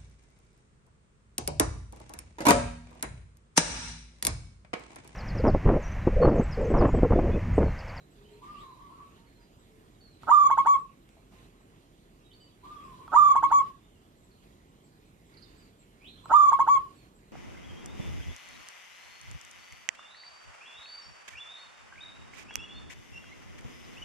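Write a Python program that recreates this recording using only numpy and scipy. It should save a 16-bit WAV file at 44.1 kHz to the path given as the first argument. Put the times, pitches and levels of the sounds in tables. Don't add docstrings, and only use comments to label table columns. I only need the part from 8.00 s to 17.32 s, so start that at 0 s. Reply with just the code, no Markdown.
import sys
import numpy as np
from scipy import signal
from scipy.fft import rfft, irfft, next_fast_len
from scipy.io import wavfile
from scipy.ndimage import uniform_filter1d, map_coordinates

SR = 44100
rng = np.random.default_rng(int(sys.argv[2]) if len(sys.argv) > 2 else 0)


def how_loud(loudness_db):
    steps = np.asarray(loudness_db, float) / 20
    return 10 ** steps


def waveform_to_disk(signal):
    frames = np.transpose(np.atleast_2d(signal))
    scaled = np.clip(frames, -1, 1) * 32767
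    samples = np.round(scaled).astype(np.int16)
    wavfile.write(sys.argv[1], SR, samples)


N = 411012

# after_onset_s, pulse_rate_hz, effort_db
LONG_SHAPE = [(0.0, 194.0, -30.3), (0.0179, 317.0, -8.8), (0.0228, 617.0, -8.9), (0.0302, 945.0, 0.1),
              (0.0451, 1003.0, 3.8), (0.0489, 1159.0, 4.2), (0.0663, 1191.0, 4.0), (0.1413, 1165.0, 2.2),
              (0.2103, 1116.0, 2.3), (0.2232, 1097.0, -18.4)]
SHORT_SHAPE = [(0.0, 342.0, -24.9), (0.0067, 437.0, -15.2), (0.0077, 795.0, -7.6), (0.014, 1017.0, 0.9),
               (0.0189, 1103.0, 1.7), (0.0293, 1115.0, 1.0), (0.0383, 1082.0, -2.1),
               (0.0495, 1055.0, -22.9)]
HELD_SHAPE = [(0.0, 223.0, -28.3), (0.0088, 483.0, -20.1), (0.0118, 810.0, -9.5), (0.0173, 942.0, -0.9),
              (0.0245, 1113.0, -0.6), (0.0422, 1134.0, 0.9), (0.0852, 1127.0, -0.3), (0.1123, 1072.0, -4.4),
              (0.1246, 1064.0, -26.1)]
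# start_s, level_db, pitch_factor, stretch_factor
LONG_NOTES = [
    (2.2676, -19.5, 1.002, 0.987),
    (5.1149, -19.2, 1.002, 1.003),
    (8.2919, -19.2, 1.001, 0.984),
]
SHORT_NOTES = [
    (2.4941, -18.8, 0.995, 0.965),
    (2.5683, -17.5, 0.997, 0.973),
    (5.3473, -18.0, 0.999, 0.875),
    (5.4218, -17.6, 1.004, 0.947),
    (8.5138, -18.2, 1.005, 0.914),
    (8.5849, -17.7, 0.99, 0.942),
]
HELD_NOTES = [
    (2.6479, -17.1, 1.0, 1.006),
    (5.5021, -17.0, 1.001, 0.974),
    (8.6628, -16.7, 0.997, 1.0),
]
# rate_hz, depth_hz, first_crest_s
WARBLE = (24.1, 24, .0738)
# start_s, peak_db
THROAT_TICKS = [
    (2.233, -31),
    (5.079, -29.5),
    (8.257, -29),
]
# frequency_hz, level_db
THROAT_LEFT = [(487, -16), (934, 1.5), (1368, -0.04), (1910, -22.5), (2240, -39), (3400, -48),
               (14000, -52.5)]
THROAT_RIGHT = [(577, -15), (947, 4), (1320, 3), (1886, -33.5), (2240, -41.5), (3400, -48), (14000, -58)]
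# frequency_hz, level_db
BEAK_LEFT = [(1500, -94), (1900, -44), (2240, -40.5), (2400, -44), (3400, -51.5), (4500, -53), (4750, -55),
             (5700, -45.5), (6450, -58), (6800, -47.5), (7200, -48.5), (7800, -59), (8200, -60),
             (8900, -51), (9400, -59), (11300, -60.5), (12500, -60.5), (14000, -65)]
BEAK_RIGHT = [(1500, -90.5), (1900, -37.5), (2200, -27), (2350, -41), (3400, -34), (4000, -49), (4500, -44),
              (4700, -56), (4860, -46.5), (5500, -48), (6000, -43), (6450, -43.5), (6850, -28.5),
              (7230, -35), (7800, -41), (8300, -51), (8800, -57.5), (10000, -58), (11000, -54),
              (12000, -54.5), (12600, -61.5), (14000, -62)]
# direct_db, scattered_db
SCATTER_DB = (-3, -4.5)
# delay_ms, signed_pressure
PORCH_LEFT = [(0.04, -1.35), (1.89, 0.51), (2.53, -0.32), (4.55, -0.61), (5.93, 0.2), (7.74, -0.34),
              (10.29, 0.22), (12.63, -0.08), (16.09, -0.16), (20.2, -0.08), (23.16, 0.17), (26.55, -0.2),
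              (29.17, 0.09), (33.01, 0.02), (36.63, -0.11), (40.25, -0.04), (42.84, -0.1), (46.81, -0.02),
              (50.92, -0.02), (55.65, 0.05), (60.98, -0.02), (67.23, 0.06), (73.93, 0.01), (81.95, 0.03),
              (93.77, 0.06), (100.2, -0.07), (107.79, 0.01), (120.0, -0.01)]
PORCH_RIGHT = [(-0.11, -0.8), (0.39, 1.0), (1.39, -2.43), (1.87, -0.74), (4.33, -0.34), (4.65, -0.97),
               (6.46, -0.22), (7.13, 0.46), (9.42, 0.14), (12.39, 0.45), (12.73, 0.02), (16.62, 0.11),
               (19.62, 0.26), (21.81, 0.07), (25.36, -0.2), (27.7, 0.04), (31.12, 0.02), (35.54, -0.12),
               (40.86, -0.09), (47.14, 0.03), (54.14, 0.05), (60.73, -0.08), (66.87, 0.02), (74.12, 0.08),
               (84.29, 0.08), (87.58, 0.06), (89.18, 0.05), (98.14, -0.04)]
# frequency_hz, fade_s
PORCH_FADE = [(300, 0.46), (1100, 0.31), (1350, 0.13), (3000, 0.14), (8000, 0.15)]
WICKER_FADE = [(2000, .075), (10000, .06)]
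HEDGE_FADE = [(2000, .34), (5000, .3)]
GARDEN_FADE = [(300, 0.44), (1100, 0.44), (4000, 0.92), (8000, 0.047)]
# start_s, peak_db
TWIG_CLICKS = [
    (1.5258, -60),
    (3.0912, -41),
    (4.6312, -60),
]
# start_s, peak_db
FOOT_SHUFFLES = [
    (3.165, -62),
    (3.32, -61),
    (3.45, -68),
    (3.6, -69),
    (3.83, -70),
]
# after_onset_s, pitch_hz, level_db
FAR_LONG_SHAPE = [(0, 960, 4.5), (.009, 1000, -2.5), (.017, 1170, -2), (.097, 1214, -1.5),
                  (0.166, 1140, -2.5), (.23, 1080, -6), (.3, 1047, -6.5), (.333, 984, -4)]
FAR_SHORT_SHAPE = [(0, 941, -8), (.009, 1112, -5), (.055, 1150, -14.5), (.085, 1105, -20)]
# start_s, level_db, stretch_factor
FAR_LONG_NOTES = [
    (.412, -47.5, 0.92),
    (4.628, -47.5, 0.92),
]
FAR_SHORT_NOTES = [
    (.783, -42.5, 0.92),
    (.885, -44.5, 2.2),
    (.979, -37, 0.28),
    (4.985, -43, 2.2),
    (8.228, -46.5, 1.34),
]
# start_s, length_s, first_pitch_hz, last_pitch_hz, level_db
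THIRD_DOVE = [
    (.9, 0.177, 1363, 1270, -68.5),
]
DRONE_COOS = [(0.22, 0.13, 926, 930, -88), (.33, 0.17, 926, 956, -82.5), (.6, 0.28, 925, 925, -78),
              (.84, 0.12, 950, 930, -78), (1.17, 0.11, 905, 937, -80.5), (1.38, 0.086, 953, 944, -83),
              (3.35, 0.079, 1035, 1050, -78.5), (5.4, 0.18, 305, 306, -66.5)]
DEEP_COOS = [
    (0.16, 0.15, 402, 422, -56.5),
    (.31, 0.084, 414, 419, -50.5),
    (1.68, 0.16, 442, 431, -61),
]
# start_s, length_s, first_pitch_hz, last_pitch_hz, level_db
WHISTLES = [(.54, .04, 2700, 2850, -66), (.575, .05, 2900, 3950, -66), (.63, .1, 3920, 3900, -73),
            (8.008, .04, 2280, 2650, -62), (8.04, .05, 2650, 4080, -56), (8.09, .055, 4110, 4100, -65),
            (8.2, .07, 4100, 4080, -72), (8.165, .025, 2900, 3700, -63), (7.425, .045, 4150, 3500, -70)]
SCOLDS = [
    (7.338, .014, 4500, 4470, -66),
    (7.368, .03, 4480, 4370, -60),
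    (7.42, .03, 4680, 4590, -58),
    (4.31, .035, 3150, 3760, -65),
]
PIPINGS = [(.24, 0.059, 2930, 3250, -65.5), (1.26, 0.055, 4420, 4140, -72), (1.35, 0.031, 4090, 4300, -69),
           (1.39, 0.13, 4890, 4810, -74), (0, 0.018, 4200, 3760, -65), (.33, 0.023, 4240, 4080, -66),
           (1.94, 0.032, 3830, 3760, -74.5), (2.005, 0.038, 4500, 4380, -58.5),
           (2.048, 0.046, 4430, 4170, -61.5), (2.11, 0.065, 4140, 3860, -69),
           (4.24, .06, 3850, 3760, -67.5), (4.33, 0.035, 4440, 4530, -59), (4.4, 0.074, 4790, 4500, -62.5),
           (4.305, 0.024, 2993, 3074, -61.5), (4.4, 0.066, 3020, 2946, -64),
           (4.505, 0.031, 3360, 3320, -70), (4.76, 0.059, 3370, 3210, -64),
           (5.075, 0.052, 3380, 3180, -67.5), (5.82, 0.066, 3550, 3666, -72.5),
           (5.93, 0.069, 2910, 2720, -73.5), (6.31, 0.028, 4570, 3910, -66.5),
           (7.58, 0.033, 4870, 4860, -69), (7.62, 0.03, 4760, 4460, -64), (8.96, 0.096, 4460, 4220, -69)]
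# start_s, peak_db, pitch_hz
CHIRPS = [(0.1002, -64, 7700), (0.4223, -69, 7800), (0.586, -64, 7760), (1.5823, -62, 7700),
          (2.1191, -70, 7780), (2.781, -61, 7670), (.3, -65, 7600), (7.25, -65, 7500), (3.093, -67, 7700),
          (3.5978, -65, 7800), (4.4003, -64, 7740), (4.8379, -64, 7750), (5.94, -70, 7650),
          (6.1598, -66.5, 7500), (6.2245, -62.5, 7630), (6.675, -69, 7600), (6.831, -60.5, 7590),
          (7.048, -65.5, 7840), (7.567, -60, 7860), (7.786, -57.5, 7450), (8.237, -55, 7740),
          (8.9432, -60, 7670), (9.1456, -62, 7600)]
# frequency_hz, level_db
HUM_COLOUR = [(19, -30), (40, 3), (53, -5.5), (70, -6), (155, -5), (232, -8), (255, -8), (394, -9.5),
              (510, -16), (763, -19), (1500, -34), (1950, -64.5), (3300, -120)]
RUSTLE_COLOUR = [(590, -27), (1000, 1), (1510, -2), (2070, -2.5), (3800, -5.5), (4120, -6.5), (6000, -18.5),
                 (7800, -37), (13200, -120)]
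HISS_COLOUR = [(2940, -36.5), (5000, -10), (6870, 0), (7670, -3.5), (8640, -4), (14400, -7.5)]
# frequency_hz, likeness (1 = same)
ALIKE = [(60, 0.9), (180, .97), (400, .92), (1000, .5), (3000, 0.47), (10000, 0.18)]
# frequency_hz, left_minus_right_db
LEAN = [(60, -2), (230, -2.5), (910, -1), (3560, -5), (13900, -3)]
# start_s, length_s, lift_db
GATE_OPENINGS = [(0.148, 0.26, 1.5), (0.427, .22, 4), (0.625, 0.59, 1.5), (1.529, .5, 0.5), (2.214, 0.6, 5),
                 (3.086, 0.17, 0.5), (3.317, 0.17, 3.5), (3.753, 0.1, 1), (4.64, .45, 4), (5.104, .6, 6.5),
                 (6.428, 0.13, 2), (7.295, 0.4, 1.9), (8.009, 0.24, 1.5), (8.274, 0.57, 5.5),
                 (8.849, 0.23, 2)]


def unit(x):
    return x / np.sqrt(np.mean(x ** 2) + 1e-20)


def along(points, hz):
    f, v = np.transpose(points)
    return np.interp(np.log(hz + 1), np.log(f + 1), v)


def filtered(x, response):
    m = next_fast_len(N + SR // 4)
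    return irfft(rfft(x, m) * response(np.fft.rfftfreq(m, 1 / SR)), m)[..., :N]


def causal(x, spectrum):
    cepstrum = irfft(np.log(how_loud(along(spectrum, np.fft.rfftfreq(4096, 1 / SR)))))
    cepstrum = np.r_[cepstrum[0], 2 * cepstrum[1:2048], np.zeros(2048)]
    return signal.fftconvolve(x, irfft(np.exp(rfft(cepstrum))))[:N]


def tail(x, fade, gap):
    hz, t, z = signal.stft(rng.standard_normal((2, SR // 2)), SR, nperseg=256)
    ring = signal.istft(z * how_loud(-60 * t / along(fade, hz)[:, None]), SR, nperseg=256)[1]
    ring = np.pad(ring / np.linalg.norm(ring[0]), ((0, 0), (int(gap * SR), 0)))
    return signal.fftconvolve(x[None], ring, axes=1)[:, :N]


def add(track, s, x):
    track[round(s * SR):][:len(x)] += x


def dove():
    voice = syrinx(LONG_NOTES, LONG_SHAPE, WARBLE[1], breath_db=-51, bright_db=1)
    voice += syrinx(SHORT_NOTES, SHORT_SHAPE, 0, breath_db=-42, bright_db=1.2)
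    voice += syrinx(HELD_NOTES, HELD_SHAPE, 0, breath_db=-46, bright_db=2.5)
    for s, db in THROAT_TICKS:
        add(voice, s, how_loud(db + 22.5) * np.array([1.]))
    throat = np.array([causal(voice, THROAT_LEFT), causal(voice, THROAT_RIGHT)])
    beak = np.array([causal(voice, BEAK_LEFT), causal(voice, BEAK_RIGHT)])
    scattered = np.array([tail(beak[port], WICKER_FADE, gap=.002)[port] for port in (0, 1)])
    direct_db, scattered_db = SCATTER_DB
    tone = filtered(throat, porch) + how_loud([[-34], [-30]]) * tail(throat[1], PORCH_FADE, gap=0.066)
    return tone + how_loud(direct_db) * beak * [[-1], [1]] + how_loud(scattered_db) * scattered


def syrinx(notes, shape, warble_hz, breath_db, bright_db):
    crest_db, ease_s = 3, .006
    out, (s, rate, effort) = np.zeros(N), np.transpose(shape)
    warble_rate_hz, _, first_crest_s = WARBLE
    k = np.arange(1, 60)[:, None]
    for onset, db, factor, stretch in notes:
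        t = np.arange(int(s[-1] * stretch * SR)) / SR / stretch
        releasing = t > (s[-4] + s[-3]) / 2

        def eased(x):
            smooth = uniform_filter1d(x, size=int(ease_s * SR), mode="nearest")
            return np.where(releasing, smooth, x)

        warble = np.cos(2 * np.pi * warble_rate_hz * (t * stretch - first_crest_s))
        warble = warble * np.clip((t - .056) / 0.011, 0, 1)
        hz = factor * eased(np.interp(t, s, rate)) + warble_hz * warble
        push_db = eased(np.interp(t, s, effort))
        phase = 2 * np.pi * np.cumsum(hz) / SR
        sharp = how_loud(bright_db + .3 * push_db + crest_db * warble * (warble_hz > 0))
        knots = rng.standard_normal((len(k), 14))
        flicker = np.array([np.interp(t, np.arange(14) / 45, row) for row in knots])
        sharp = sharp * how_loud(2 * flicker)
        strength = (k * hz < 15000) * np.where(k * hz > 1800, sharp, 1)
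        pulses = np.sum(np.cos(k * phase) * strength, axis=0)
        slide = np.clip(np.gradient(hz) * SR / 20000, 0, 1) ** 2
        rasp = how_loud(5.5) * slide * np.diff(rng.standard_normal(len(t) + 2), 2)
        breath = how_loud(breath_db) * rng.standard_normal(len(t)) + rasp
        close = np.clip((s[-1] - t) / ease_s * 2, 0, 1)
        add(out, onset, np.sqrt(2) * close * how_loud(db + push_db) * (pulses + breath))
    return out


def porch(hz):
    loss = 45 * np.clip(hz / 1300 - 1, 0, 3)
    paths = [sum(p * np.exp(-ms / 1000 * (2j * np.pi * hz + loss)) for ms, p in port)
             for port in (PORCH_LEFT, PORCH_RIGHT)]
    return np.array(paths) / 1.85 * np.clip((2150 - hz) / 300, 0, 1)


def clicks():
    out, t = np.zeros(N), np.arange(SR // 100) / SR
    throat_edges = [(s, db - 12.5) for s, db in THROAT_TICKS]
    for s, db in TWIG_CLICKS + throat_edges:
        add(out, s, how_loud(db - 60 * t / 0.004) * rng.standard_normal(len(t)))
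    out = causal(out, [(800, -10.0), (2500, 1.5), (6000, -5.0), (14000, -12.0)])
    return how_loud(-3.5) * out + how_loud(-10.0) * tail(out, PORCH_FADE, gap=0.0037)


def shuffles():
    out, t = np.zeros(N), np.arange(SR // 10) / SR
    for s, db in FOOT_SHUFFLES:
        swell = 1 - np.exp(-t / .006)
        add(out, s, how_loud(db + 20 - 60 * t / 0.13) * swell * rng.standard_normal(len(t)))
    return causal(out, [(350, -36), (650, 2), (1000, -1), (1500, -22), (5000, -51)])


def far_doves():
    songs = repeats(FAR_LONG_NOTES, FAR_LONG_SHAPE) + repeats(FAR_SHORT_NOTES, FAR_SHORT_SHAPE)
    songs += glides(THIRD_DOVE, fade_db=8)
    drone, deep = glides(DRONE_COOS, fade_db=5.0), glides(DEEP_COOS, fade_db=1.5)
    out = singers(songs, direct_db=-15, wet_db=-1.0, pan_db=-0.5, trill_hz=21)
    out += singers(drone, direct_db=11.0, wet_db=-9.5, pan_db=-2.5)
    return out + singers(deep, direct_db=-5.0, wet_db=-17.0, pan_db=0.0, trill_hz=7.1)


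def songbirds():
    whistles, pipings = glides(WHISTLES, fade_db=-2.5), glides(PIPINGS, fade_db=6)
    scolds = glides(SCOLDS, fade_db=9.0)
    out = singers(whistles, direct_db=-3, wet_db=2.5, pan_db=-5, trill_hz=90, fade=HEDGE_FADE)
    out += singers(pipings, direct_db=-4, wet_db=-1, pan_db=-4, trill_hz=60, fade=HEDGE_FADE)
    return out + singers(scolds, direct_db=2.0, wet_db=-8.0, pan_db=-10.0, trill_hz=350)


def glides(rows, fade_db):
    share, swell_db = .2, 6
    return [[(s, a_hz, db - swell_db),
             (s + share * length, a_hz + share * (b_hz - a_hz), db),
             (s + length, b_hz, db - fade_db)] for s, length, a_hz, b_hz, db in rows]


def repeats(notes, shape):
    return [[(onset + s * stretch, hz, db + effort) for s, hz, effort in shape]
            for onset, db, stretch in notes]


def singers(songs, direct_db, wet_db, pan_db, trill_hz=0, fade=GARDEN_FADE):
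    out = np.zeros(N)
    for points in songs:
        s, hz, db = np.transpose(points)
        t = np.arange(s[0], s[-1], 1 / SR)
        edges = np.clip(np.minimum(t - s[0], s[-1] - t) / 0.0033, 0, 1)
        pitch = np.interp(t, s, hz) + trill_hz * np.sin(2 * np.pi * 130 * t)
        tone = np.sin(2 * np.pi * np.cumsum(pitch) / SR)
        add(out, s[0], np.sqrt(2) * edges * how_loud(np.interp(t, s, db)) * tone)
    both = how_loud(direct_db) * out + how_loud(wet_db) * tail(out, fade, gap=.004)
    return both * how_loud([[pan_db / 2], [-pan_db / 2]])


def chirps():
    out, t = np.zeros(N), np.arange(SR // 12) / SR
    bend = 1.02 - 0.56 * t + 0.02 * np.sin(2 * np.pi * 110 * t)
    for s, db, hz in CHIRPS:
        phase = 2 * np.pi * np.cumsum(hz * bend) / SR
        add(out, s, how_loud(db - 1.5 - 60 * t / 0.17) * (1 - np.exp(-t / 0.0054)) * np.sin(phase))
    return how_loud(-8.0) * out + how_loud(3.0) * tail(out, GARDEN_FADE, gap=0.005)


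def background():
    open_s, close_s = 0.02, 0.052
    hum_db, rustle_db, hiss_db = -59, -69, -73.5
    rustle_grows, hiss_grows = 1.69, 1
    t = np.arange(N) / SR
    lift = sum(db * np.clip(np.minimum((t - s) / open_s, (s + length - t) / close_s) + .5, 0, 1)
               for s, length, db in GATE_OPENINGS)
    treble = np.minimum(lift, 5.5)

    def drift():
        return -0.12 * map_coordinates(rng.standard_normal(60), [t * 5])

    traffic = how_loud(hum_db + lift + drift()) * rush(HUM_COLOUR, patchy_db=.2)
    leaves = how_loud(rustle_db + rustle_grows * treble + drift()) * rush(RUSTLE_COLOUR, patchy_db=2.2)
    hiss = how_loud(hiss_db + hiss_grows * treble + drift()) * rush(HISS_COLOUR, patchy_db=1.5)
    return traffic + leaves + hiss


def rush(spectrum, patchy_db):
    lag_s = .00037
    z = signal.stft(rng.standard_normal((2, N + 512)), nperseg=512)[2]
    patches = uniform_filter1d(rng.standard_normal(z.shape[1:]), size=6, axis=0)
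    patches = uniform_filter1d(patches, size=12, axis=1)
    pair = signal.istft(z * how_loud(patchy_db * unit(patches)), nperseg=512)[1][:, :N]

    def colour_and_width(hz):
        turn = np.arccos(np.clip(along(ALIKE, hz), -1, 1)) / 2
        return how_loud(along(spectrum, hz)) * [np.cos(turn), np.sin(turn)]

    mid, side = filtered(pair, colour_and_width)
    half = np.array([[.5], [-.5]])

    def lean_and_lag(hz):
        return how_loud(half * along(LEAN, hz)) * np.exp(2j * np.pi * half * lag_s * hz)

    return unit(filtered(np.array([mid + side, mid - side]), lean_and_lag))


def scene():
    near = dove() + clicks() + shuffles()
    garden = far_doves() + songbirds() + chirps()
    return near + garden + background()


def roll_off(x):
    return signal.sosfilt(signal.butter(12, 14500, fs=SR, output="sos"), x)


def record(dry):
    top_hz = 14330
    mix = filtered(dry, lambda hz: hz < top_hz)
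    return roll_off(mix)


dry = scene()
out = record(dry)
waveform_to_disk(out)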